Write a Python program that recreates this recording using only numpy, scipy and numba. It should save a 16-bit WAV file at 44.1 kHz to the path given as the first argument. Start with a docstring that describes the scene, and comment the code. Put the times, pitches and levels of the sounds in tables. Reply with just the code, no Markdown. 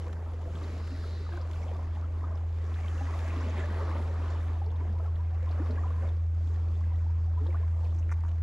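"""Small waves lap and gurgle among shore rocks from the start, over a far ship's drone and a low rumble.
Trapped air rings as pitched bubbles and spray ticks on stone; thin foam hisses near 1 s and from 3 to 4 s.
A hollow in the rock fills with a glug at 5.6 s, and the drone, made of sine waves, swells until 7.5 s.
Just after 8 s loose fishing tackle rattles briefly: ringing knocks with bright scrapes of noise."""
import sys
import numpy as np
from scipy import signal
from scipy.fft import rfft, irfft
from scipy.io import wavfile
from scipy.ndimage import uniform_filter1d
from numba import njit

SR = 44100
rng = np.random.default_rng(int(sys.argv[2]) if len(sys.argv) > 2 else 0)


def pcm_store(signal):
    """Save signal as 16-bit PCM."""
    levels = np.round(np.clip(np.atleast_2d(signal), -1, 1) * 32767)
    wavfile.write(sys.argv[1], SR, levels.astype(np.int16).T)


N = 371322

# The waves. 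Each row: crest in seconds, seconds to rise the last 10 dB, seconds to fall the first 10 dB,
# then relative levels in dB of the gulps, lapping, fizz and spray.
WAVES = [(0.05, 1, 0.14, -54, -57, -61.5, -71), (.3, 0.5, 0.5, -54.5, -57.5, -68, -84),
         (.8, 0.5, 0.35, -50, -55, -58.5, -68.5), (1.12, 0.2, .2, -51, -59, -59, -69),
         (1.56, .1, .15, -58, -60, -61, -72), (1.34, .07, .1, -55, -56, -58.5, -69.5),
         (1.75, 0.96, .5, -54.5, -55.5, -62, -76), (2.33, 0.4, 0.25, -54, -54.5, -66, -83),
         (2.85, 0.4349, .15, -54, -56.5, -57.5, -73), (3.25, 0.4975, 0.52, -52, -50.5, -51, -67.5),
         (3.59, 0.03, 0.06, -52, -54, -51.5, -70), (3.96, 0, 0.08, -55.5, -53.5, -60, -74.5),
         (3.7, 0.4648, 1, -47.5, -49, -54, -70.5), (4.8, 0, 0.34, -55.5, -56.5, -66, -83),
         (5.05, 0.3, 0.05, -56.5, -55.5, -65.5, -78), (5.62, 0.4044, 0.3, -52.5, -51.5, -58.5, -76),
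         (5.87, 0.2, 0.24, -55, -55, -61, -79), (6.07, 0.24, .06, -54.5, -54.5, -64, -76.5),
         (6.6, 0.5, 0.6, -56.5, -67, -67.5, -77), (6.87, 0.1, .15, -59.5, -60.5, -68, -80.5),
         (7.5, 0.19, 0.25, -58, -56, -61, -79), (7.86, 0.2, 0.2, -64, -58.5, -70.5, -75)]
# The water between waves: relative levels in dB of the gulps, lapping, fizz and spray.
CALM_DB = (-59, -62.5, -69.5, -80)
# Bubble pitches in Hz that stand for the gulps, lapping, fizz and spray.
WASH_HZ = (280, 850, 2100, 6500)
# Tone colour of the wash at the microphone. Each row: frequency in Hz, relative level in dB per Hz.
WATER_COLOUR = [(60, -40.5), (110, -17.5), (150, -11), (280, -11.5), (590, -15.5), (830, -18.5),
                (1120, -18.5), (1400, -23), (1950, -25.5), (2900, -33.5), (4200, -40), (6300, -42.5),
                (7600, -45), (8200, -52), (9300, -51), (10800, -55), (12000, -48), (13000, -62)]
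# How wide the water sounds. Each row: frequency in Hz, level in dB of the left-right part against the middle.
SPREAD = [(60, -40), (150, -24), (400, -14), (1200, -12), (2200, -8.5), (4000, -7.5), (13000, -6.5)]
# Single bubbles. Each row: start in seconds, peak in dB, starting pitch in Hz, cycles to swell, cycles to die.
BUBBLES = [(0.052, -42, 473.0, 12, 39), (0.094, -46, 1475.0, 2.1, 24.0), (0.19, -45, 619, 3, 14),
           (0.27, -44, 611, 3, 14), (0.337, -45, 480, 4, 20), (0.449, -41, 482, 12, 10.0),
           (0.473, -43, 648, 4.6, 42.0), (0.552, -47.0, 1571.0, 6.1, 18.0), (0.763, -42, 690, 2, 14),
           (0.907, -37.5, 258.0, 3.4, 27.0), (0.914, -51, 2648.0, 10.3, 60.0),
           (1.033, -45, 1270.0, 13.3, 32.0), (1.036, -48, 1550.0, 8.9, 25.0), (1.05, -41, 400, 3, 12),
           (1.2, -40, 390, 4, 14), (1.263, -41.0, 1227.0, 4.8, 20.0), (1.289, -48.0, 1733.0, 6.8, 19.0),
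           (1.29, -42, 450, 2, 10), (1.29, -41, 950, 2, 14), (1.306, -42, 322.0, 13.4, 45.0),
           (1.316, -44.0, 1550.0, 14.0, 25.0), (1.324, -44.0, 1065.0, 4.2, 8.0),
           (1.333, -47.0, 1571.0, 6.1, 18.0), (1.335, -40, 1184.0, 2.1, 13.0), (1.336, -42, 690, 2, 14),
           (1.355, -46, 1600, 4, 16), (1.367, -44.0, 1012.0, 7.5, 39.0), (1.373, -38.5, 1496.0, 5.8, 24.0),
           (1.4, -42, 500, 4, 16), (1.5, -43.0, 1001.0, 3.9, 11.0), (1.54, -47, 1450, 5, 20),
           (1.556, -45.0, 1152.0, 6.6, 19.0), (1.559, -51.0, 2465.0, 3.1, 27.0),
           (1.627, -48, 2150, 14.0, 35.0), (1.711, -38.0, 493, 3.5, 10.0),
           (1.756, -45.0, 1108.0, 4.3, 38.0), (1.825, -46, 1012.0, 5.8, 39.0),
           (1.963, -45, 818.0, 8.7, 21.0), (2.021, -46, 1152.0, 6.6, 19.0), (2.034, -45, 1275, 14.0, 14.0),
           (2.205, -52.0, 1873.0, 10.7, 21.0), (2.236, -43.0, 947.0, 4.8, 19.0),
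           (2.236, -41, 1190, 8.8, 46.0), (2.305, -45, 1022.0, 9.1, 17.0), (2.313, -43.5, 624.0, 8.6, 33.0),
           (2.345, -43.0, 1076.0, 4.2, 23.0), (2.782, -50, 1948.0, 11.2, 50.0),
           (2.797, -43.0, 699.0, 5.0, 18.0), (2.841, -43, 1087.0, 14.0, 18.0),
           (2.843, -48.0, 2228.0, 8.7, 25.0), (2.861, -47, 2088.0, 8.1, 53.0),
           (2.994, -49, 2648.0, 14.0, 30.0), (3.002, -40.5, 258.0, 4.4, 53), (3.006, -37.0, 782, 5.6, 31.0),
           (3.064, -45.5, 1940, 14.0, 41.0), (3.131, -41, 1098.0, 11, 12.0), (3.132, -46, 1940, 14.0, 32.0),
           (3.247, -38.0, 640, 4.5, 13.0), (3.272, -45, 1582.0, 11.7, 33.0), (3.337, -39, 656.0, 3.3, 13.0),
           (3.356, -43, 1108.0, 8.8, 47.0), (3.357, -41, 247.0, 13.5, 12.0),
           (3.359, -35.5, 279.0, 3.7, 19.0), (3.403, -41, 1012.0, 5.8, 55.0),
           (3.425, -40.0, 1055.0, 2.1, 12.0), (3.431, -38.0, 258.0, 2.6, 8.0),
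           (3.458, -38, 236.0, 3.7, 15.0), (3.477, -39.5, 613.0, 8.5, 41), (3.57, -36, 367, 8.0, 21.0),
           (3.571, -45.0, 2088.0, 12.0, 60.0), (3.574, -46, 2330, 14.0, 49.0),
           (3.585, -43.0, 1680, 14.0, 27.0), (3.602, -42.0, 1905.0, 14.0, 60.0),
           (3.634, -39.0, 1690.0, 9.7, 36.0), (3.636, -39, 571, 5.1, 49), (3.682, -40, 1119.0, 6.4, 12.0),
           (3.697, -42, 1851.0, 7.2, 21.0), (3.783, -40.5, 861.0, 10.6, 52.0),
           (3.808, -47, 1873.0, 10.7, 21.0), (3.818, -42, 1076.0, 14.0, 12.0),
           (3.921, -46, 2121.0, 12.1, 35.0), (3.921, -40, 1076.0, 4.2, 12.0),
           (3.928, -45, 1184.0, 9.7, 60.0), (3.943, -38, 538.0, 9.1, 19.0), (3.947, -39, 882.0, 14.0, 46.0),
           (3.972, -41.0, 1205.0, 2.1, 13.0), (3.98, -40, 567, 7.9, 20.0), (3.982, -41.0, 1001.0, 7.4, 8.0),
           (3.988, -42.0, 890, 14.0, 13.0), (4.089, -40, 538.0, 10.7, 14.0), (4.194, -44, 936.0, 8.4, 60.0),
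           (4.346, -44.5, 890, 14.0, 13.0), (4.4, -51, 1690.0, 12.4, 19.0),
           (4.404, -49.0, 2034.0, 7.9, 8.0), (4.615, -35.5, 790, 4.0, 28.0), (4.662, -43, 839.0, 4.9, 13),
           (4.663, -44, 418, 3.4, 60.0), (4.747, -46.0, 910, 4.6, 23.0), (4.801, -44.5, 936.0, 14.0, 45),
           (4.802, -52, 2160, 8.4, 24.0), (4.866, -40.5, 194, 7.5, 23), (4.879, -44, 1050, 2, 11),
           (4.955, -46.0, 930, 14.0, 41.0), (4.994, -41, 990.0, 5.0, 14.0),
           (4.996, -48, 1248.0, 14.0, 26.0), (4.997, -43.0, 624.0, 3.2, 33.0),
           (5.053, -46.5, 1286, 9.4, 54.0), (5.077, -43.5, 1087.0, 6.2, 12.0),
           (5.187, -46.5, 930, 14.0, 60.0), (5.325, -47, 732.0, 5.2, 50), (5.421, -42, 496, 5.3, 30),
           (5.464, -46, 1001.0, 14.0, 26.0), (5.498, -40.5, 710.0, 6.4, 10.0), (5.525, -49, 1600, 5, 20),
           (5.545, -41, 581.0, 7.1, 15.0), (5.583, -44, 720, 3, 14), (5.59, -39, 495.0, 2.1, 13.0),
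           (5.595, -49.0, 1765.0, 10.1, 29.0), (5.652, -42, 527.0, 5.6, 11.0),
           (5.66, -37, 1108.0, 4.3, 12.0), (5.683, -37.5, 236.5, 5.6, 56.0),
           (5.686, -40.5, 419.0, 6.4, 60.0), (5.696, -41.0, 592.0, 3.0, 15.0),
           (5.718, -38.5, 590, 3.9, 21.0), (5.756, -42, 549.0, 6.3, 11.0), (5.768, -43, 1590, 14.0, 41.0),
           (5.78, -37.5, 1076.0, 6.2, 37.0), (5.789, -45.0, 1830.0, 7.1, 20.0),
           (5.833, -39.5, 1200, 4.7, 28), (5.841, -38, 968.0, 6.9, 25.0), (5.85, -41.0, 753.0, 6.8, 19.0),
           (5.858, -41, 968.0, 11.9, 25.0), (5.885, -44, 1100, 3, 14), (5.904, -38.0, 1098.0, 6.3, 12.0),
           (5.92, -49, 1500, 4, 18), (5.94, -45, 1000, 4, 20), (5.975, -45.0, 990.0, 14.0, 8.0),
           (6.039, -46, 979.0, 7.0, 25.0), (6.05, -45, 620, 3, 14), (6.171, -46, 560, 2, 14),
           (6.81, -48.0, 1087.0, 2.1, 32.0), (6.833, -54.0, 1959.0, 11.2, 32.0),
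           (6.836, -51.0, 1614.0, 9.2, 18.0), (6.91, -47.5, 958.0, 14.0, 20.0),
           (6.941, -54.0, 1884.0, 13.9, 40.0), (7.06, -47, 861.0, 6.2, 12.0),
           (7.09, -49.0, 915.0, 8.2, 28.0), (7.272, -47.5, 730, 6.6, 48.0), (7.368, -41.5, 950, 13.3, 42.0),
           (7.398, -43.5, 409.0, 7.6, 52.0), (7.402, -44, 290.0, 14.0, 18.0),
           (7.406, -44, 258.0, 2.9, 52.0), (7.455, -45.5, 880, 9.3, 18.0), (7.46, -47, 1130, 3, 14),
           (7.462, -40.5, 331, 9.9, 25.0), (7.463, -43.0, 516.0, 2.1, 11.0), (7.479, -44, 493, 14.0, 10.0),
           (7.484, -42, 549.0, 3.9, 11.0), (7.5, -51.0, 2196.0, 14.0, 36.0),
           (7.525, -49, 2002.0, 7.8, 33.0), (7.542, -43.5, 667.0, 4.8, 29), (7.543, -35.5, 1114, 4.3, 19),
           (7.553, -45, 1431.0, 5.6, 43.0), (7.57, -48, 1750, 5, 20), (7.596, -44, 462.0, 4.2, 9.0),
           (7.61, -47, 640, 3, 14), (7.629, -43.5, 1030, 7.6, 29), (7.84, -46.0, 484.0, 3.5, 20),
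           (7.84, -47, 680, 5.4, 24.0), (7.86, -47, 1000, 3, 20), (7.925, -48, 1150, 4, 18)]
# A hollow in the rock fills. One row: start in seconds, peak in dB, starting pitch in Hz,
# cycles to swell, cycles to die, rise in pitch per cycle as a fraction.
GLUG = (5.598, -30, 253, 1.7, 27, .055)
# Drops on stone. Each row: start in seconds, peak in dB before panning, pitch in Hz.
DROPS = [(.1251, -59.5, 3560), (.428, -60, 3100), (.554, -46, 3250), (.585, -53, 2990),
         (0.637, -47.5, 4050), (1.3249, -56, 3420), (1.4123, -48, 4830), (1.531, -49.5, 3530),
         (1.558, -52, 2500), (1.632, -56, 5470), (1.6811, -52, 3080), (1.952, -53.5, 3200),
         (2.353, -57, 5380), (2.373, -55, 3080), (2.7407, -50, 3480), (2.88, -43, 3000), (2.979, -48, 2850),
         (3.409, -50, 5600), (3.497, -52, 6500), (3.577, -46, 2520), (4.303, -54, 6200), (4.481, -56, 3570),
         (4.642, -56, 3230), (4.661, -56, 4570), (4.7028, -54, 3380), (4.7576, -56.5, 3550),
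         (5.1546, -55.5, 3360), (5.49, -52, 3480), (5.51, -51, 4530), (5.66, -56, 3480),
         (5.7081, -48.5, 4340), (6.087, -54.5, 3496), (6.4735, -54, 3550), (6.753, -56, 3400),
         (6.931, -59, 3440), (6.956, -58, 3490), (7.4652, -51.5, 3650), (7.505, -56, 2500),
         (7.845, -58, 4500), (7.85, -55, 2500), (7.906, -59, 3520), (7.947, -61, 7500), (7.962, -60, 6000),
         (7.987, -56, 6300), (7.995, -57, 6300), (8.026, -52, 2500), (8.288, -55, 3400)]
# Hiss of foam. Each row: crest in seconds, seconds to rise 10 dB, seconds to fall 10 dB,
# centre in Hz, width in Hz, level at the crest in dB.
FOAM = [(0.85, .25, .2, 5000, 900, -68), (1.1, 0.4, .35, 4100, 1500, -61), (3.0, .3, .3, 6300, 2000, -68),
        (3.85, .4, .4, 4000, 1800, -65)]
# Knocks of the tackle. Each row: start in seconds, peak of the dull knock in dB,
# peak of the bright scrape against it in dB, pitch of the blow in Hz.
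RATTLE = [(8.092, -41.5, -22, 1750), (8.103, -42, -21, 1700), (8.111, -47, -15, 1900),
          (8.115, -33.5, -15.5, 1310), (8.119, -36, -15, 1100), (8.122, -39, -15, 1900),
          (8.127, -52.5, 0.5, 2300), (8.139, -48, -20, 2500), (8.175, -63.5, -4.5, 1700),
          (8.188, -49, -24, 1050), (8.236, -37, -30, 1000), (8.248, -40.5, -23.5, 1150),
          (8.262, -42.5, -22, 1000), (8.27, -46, -21.5, 950), (8.281, -48.5, -8.5, 1400),
          (8.29, -50, -11, 1400)]
# Ways the tackle can ring. Each row: pitch in Hz before a small random detuning, cycles to die.
TACKLE_MODES = [(580, 13), (800, 11), (950, 21), (1150, 14), (1450, 22), (1750, 23), (2050, 22), (2350, 28),
                (3600, 30)]
# The drone swells as the ship draws nearer. Each row: time in seconds, level of the strongest order in dB.
SHIP_LEVEL = [(0, -34), (.6, -35), (2.3, -31), (4, -30), (4.6, -29.5), (7.5, -27), (8.42, -28)]
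# Speed of the ship's shaft. Each row: time in seconds, turns per second.
SHAFT_HZ = [(0, 13.68), (.75, 13.68), (3.5, 13.714), (8.42, 13.722)]
# Tones of the shaft. Each row: multiple of the shaft speed, level against the strongest in dB.
SHAFT_ORDERS = [(6, 0), (7, -32), (6.5, -30), (8, -33)]
# Low hums, some near multiples of the shaft speed: steady pitches in Hz,
# and the level in dB around which each one wanders.
HUM_HZ = (37.77, 39.34, 41.12, 44.24, 54.85, 59.38)
HUM_DB = [-59.5, -58, -58, -61.5, -54.5, -53.5]
# Tone colour of the distant swell, before its bass filter. Each row: frequency in Hz, relative dB per Hz.
RUMBLE_COLOUR = [(15, -7), (25, -6), (45, -4), (70, -3), (100, -8), (140, -9), (300, -49)]
# Timing between the two microphone ports. Each row: frequency in Hz, radians by which the left leads.
PORT_LEAD = [(300, 0), (1550, -.3), (2240, -.8), (2840, -.9), (4650, -.2), (7060, -.2), (11900, .1)]

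WATER_DB, RUMBLE_DB = -47.5, -49.5  # overall loudness
HISS_DB = -13  # steady hiss of the microphone, against the wash before its colour
CREST_ROUND = 1.7  # 1 gives a pointed crest, 2 a bell
DENSE = 0.2  # how far a stronger wash blurs its bubbles together
RISE_AT_1K, RISE_SLOPE = 0.003, 0.4  # rise in pitch per cycle at 1 kHz; big bubbles rise faster
DROP_PAN_DB = 3  # typical left-right difference
TOP_HZ = 13000  # treble cut

T = np.arange(N) / SR  # seconds
HZ = np.maximum(np.arange(N // 2 + 1) * SR / N, 1)
EARS = np.array([[1], [-1]])  # signs that add to the left and take from the right


def undb(db):
    """Turn decibels into a plain multiplier."""
    return 10 ** (np.asarray(db) / 20)


def rms(x):
    """Average strength of a sound."""
    return np.sqrt(np.mean(x ** 2))


def at(table, hz):
    """Read a value between (Hz, value) points, with pitch on a log scale."""
    points_hz, values = np.array(table).T
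    return np.interp(np.log(hz), np.log(np.maximum(points_hz, 1)), values)


def filt(x, gain):
    """Multiply each frequency of a sound by its gain."""
    return irfft(rfft(x) * gain, N)


def peak(hz, width):
    """Response of one resonance, with gain 1 at its centre."""
    return 1 / (1 + 1j * (HZ ** 2 - hz ** 2) / (HZ * width))


def walk(rate):
    """Random levels held for 1 / rate seconds and smoothed twice; their spread is near 1."""
    hold = int(SR / rate)
    steps = np.repeat(rng.standard_normal(N // hold + 1), hold)
    return 1.51 * uniform_filter1d(uniform_filter1d(steps, hold), hold)[:N]


@njit
def ring(n, start, hz, size, grow, cycles, rise, lean):
    """Each sine swells for grow cycles, then dies as its pitch changes; lean shifts its phase between ports."""
    out = np.zeros((2, n))
    for k in range(len(hz)):
        step = 2 * np.pi * hz[k] / SR
        phase = 0.
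        i = start[k]
        while phase < 2 * np.pi * (grow[k] + cycles[k]) and i < n and step < 2.8:
            turn = phase / (2 * np.pi)
            level = size[k] * min(turn / grow[k], np.exp(-5 * (turn - grow[k]) / cycles[k]))
            out[0, i] += level * np.sin(phase + lean[k])
            out[1, i] += level * np.sin(phase - lean[k])
            phase += step * (1 + rise[k] * turn)
            i += 1
    return out


def burst(s, length):
    """A puff of noise with a sharp front that dies 60 dB in about five lengths."""
    t = np.arange(int(6 * length * SR) + 2) / SR
    out = np.zeros(N + len(t))
    first = int(s * SR)
    out[first:first + len(t)] = rng.standard_normal(len(t)) * np.exp(-1.4 * t / length)
    return out[:N]


def crest(t, s, rise, fall):
    """Level in dB of a wave that rises to its crest and drains away."""
    return -10 * np.where(t < s, (s - t) / rise, (t - s) / fall) ** CREST_ROUND


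def surge(hz):
    """Rise and fall of the wash over time, around its mean, for bubbles of one pitch."""
    t = np.arange(0, N / SR, .01)

    def of_size(levels_db):
        return np.interp(np.log(hz), np.log(WASH_HZ), levels_db)

    power = undb(2 * of_size(CALM_DB))  # doubled dB give power
    for s, rise, fall, *levels_db in WAVES:
        power = power + undb(2 * (of_size(levels_db) + crest(t, s, rise, fall)))
    return np.interp(T, t, np.sqrt(power / power.mean()))


def bubble_family(hz, count):
    """Near bubbles around one pitch ring over a noise blur of further ones."""
    n = int(count * np.sqrt(hz / 1000))  # small bubbles are the more numerous
    when, detune, life, nearness = rng.random((n, 4)).T
    g = rng.standard_normal(n)
    lean = undb(at(SPREAD, hz))
    start = (when * N).astype(int)
    pitch = hz * 2 ** (0.7078 * detune - .35)
    size = undb(9.5 * nearness ** 3)  # many faint, few near
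    cycles = (12 + 24 * life) * (hz / 1000) ** 0.49
    near = ring(N, start, pitch, size, 3.06 + 0 * g, cycles, .005 * g ** 2, lean * g)
    mid, side = filt(rng.standard_normal((2, N)), peak(hz, hz / 2.43) ** 2)
    blur = (mid + lean * side * EARS) / rms(mid)
    # part of the power in single bubbles; the rest is blur
    share = np.clip((.45 - 0.071 * np.abs(np.log2(hz / 900))) * surge(hz) ** -DENSE, 0, 1)
    return np.sqrt(share) * near / rms(near) + np.sqrt(1 - share) * blur


def spray(ticks):
    """Lone broadband clicks, smeared over a few milliseconds, tick in the treble."""
    hits = np.zeros(N)
    hits[rng.integers(0, N, ticks)] = undb(11. * rng.random(ticks) ** 3)
    smear = signal.lfilter([1], [1, -np.exp(-1 / (0.002 * SR))], uniform_filter1d(hits, size=60))
    mid, side = filt(rng.standard_normal((2, N)) * smear, peak(5000, 6700))
    return surge(5100) ** .85 * (mid + 0.35 * side * EARS) / rms(mid)


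def wash(count=800, ticks=700):
    """Half-octave bubble families follow the waves; spray and microphone hiss join, all in one tone colour."""
    out = 0
    slop = walk(11)  # shared by all pitches
    for hz in 156 * 2 ** np.arange(0, 6.5, .5):
        flicker = walk(15)  # each family's own
        family = bubble_family(hz, count)
        out = out + np.sqrt(hz) * family * surge(hz) * undb(0.81 * slop + 1.6 * flicker)
    out = out / rms(out) + undb(-9) * spray(ticks)
    mid, side = rng.standard_normal((2, N))
    out = out + undb(HISS_DB) * (mid + .4 * side * EARS)
    out = filt(out, undb(at(WATER_COLOUR, HZ)))
    return out / rms(out) * undb(WATER_DB)


def bubbles():
    """Single pockets of air stand out of the wash, each ringing with a rising pitch."""
    rows = [(*b, RISE_AT_1K * (1000 / b[2]) ** RISE_SLOPE) for b in BUBBLES] + [GLUG]
    s, db, hz, grow, cycles, rise = np.transpose(rows)
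    lean = undb(at(SPREAD, hz)) * rng.standard_normal(len(s))
    start = (s * SR).astype(int)
    return ring(N, start, hz, undb(db), np.maximum(grow, 1), np.maximum(cycles, 2), rise, lean)


def drops():
    """Each drop is a short splat of noise around its own pitch, somewhere left or right."""
    out = 0
    for s, db, hz in DROPS:
        splat = filt(burst(s, 0.011), peak(hz, 0.29 * hz) ** 2 + 0.046 * peak(9000, 8000))
        pan_db = EARS * DROP_PAN_DB * rng.standard_normal() / 2
        out = out + splat / np.abs(splat).max() * undb(db + pan_db)
    return out


def foam():
    """Fine foam left by the big waves bursts in a smooth, narrow hiss."""
    out = 0
    for s, rise, fall, hz, width_hz, db in FOAM:
        mid, side = filt(rng.standard_normal((2, N)), peak(hz, width_hz) ** 2)
        hiss = (mid + 0.25 * side * EARS) / rms(mid)
        out = out + hiss * undb(db + crest(T, s, rise, fall))
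    return out


def tackle():
    """Loose parts knock: each blow rings the modes near its own pitch and scrapes brightly."""
    out = 0
    hz, cycles = np.transpose(TACKLE_MODES)
    same = 0 * hz  # one entry per mode
    for s, db, treble_db, blow_hz in RATTLE:
        size = 1 / (1 + (np.log2(hz / blow_hz) / 0.5) ** 4)
        start = (s * SR + 40 * rng.random(len(hz))).astype(int)
        pitch = hz * (1 + 0.03 * rng.standard_normal(len(hz)))
        dull = ring(N, start, pitch, size, 1.3 + same, cycles, same, 0.25 + same)
        bright = filt(burst(s, 0.007), peak(6110, 3500) ** 4 + .2 * peak(10500, 4000) ** 4)
        knock = dull / np.abs(dull).max()
        scrape = undb(treble_db) * bright / np.abs(bright).max()
        out = out + undb(db) * (knock + scrape)
    return out


def ship():
    """A slow shaft's multiples drone; steady low hums beat together, some near multiples of its speed."""
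    turns = np.cumsum(np.interp(T, *np.transpose(SHAFT_HZ))) / SR
    drone = 0
    for multiple, db in SHAFT_ORDERS:
        drone = drone + undb(db) * np.sin(2 * np.pi * (multiple * turns + rng.random()))
    hums = 0
    for hz, db in zip(HUM_HZ, HUM_DB):
        hums = hums + undb(db + 0.64 * walk(2)) * np.sin(2 * np.pi * (hz * T + rng.random()))
    level_db = np.interp(T, *np.transpose(SHIP_LEVEL)) + 0.13 * walk(5)
    return np.sqrt(2) * (drone * undb(level_db) + hums)  # a sine of peak sqrt(2) has rms 1


def swell():
    """Far breakers merge into a low rumble of noise that heaves, nearly alike at both ports."""
    heave = undb(2 * walk(5))
    bass_only = 1 / (1 + (HZ / 300) ** 4)
    mid, side = filt(rng.standard_normal((2, N)) * heave, undb(at(RUMBLE_COLOUR, HZ)) * bass_only)
    narrow_side = filt(side, peak(30, 18) ** 2)
    return (mid + undb(-13) * narrow_side * EARS) / rms(mid) * undb(RUMBLE_DB)


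def scene():
    """Add the water, the tackle, the ship and the distant swell."""
    return wash() + bubbles() + drops() + foam() + tackle() + ship() + swell()


def record(dry):
    """Sound reaches the left port a little late over most pitches; the top is cut."""
    wet = filt(dry, np.exp(.5j * EARS * at(PORT_LEAD, HZ)))  # half the shift on each port
    return signal.sosfilt(signal.ellip(8, .2, 70, TOP_HZ, fs=SR, output="sos"), wet)


dry = scene()
out = record(dry)
pcm_store(out)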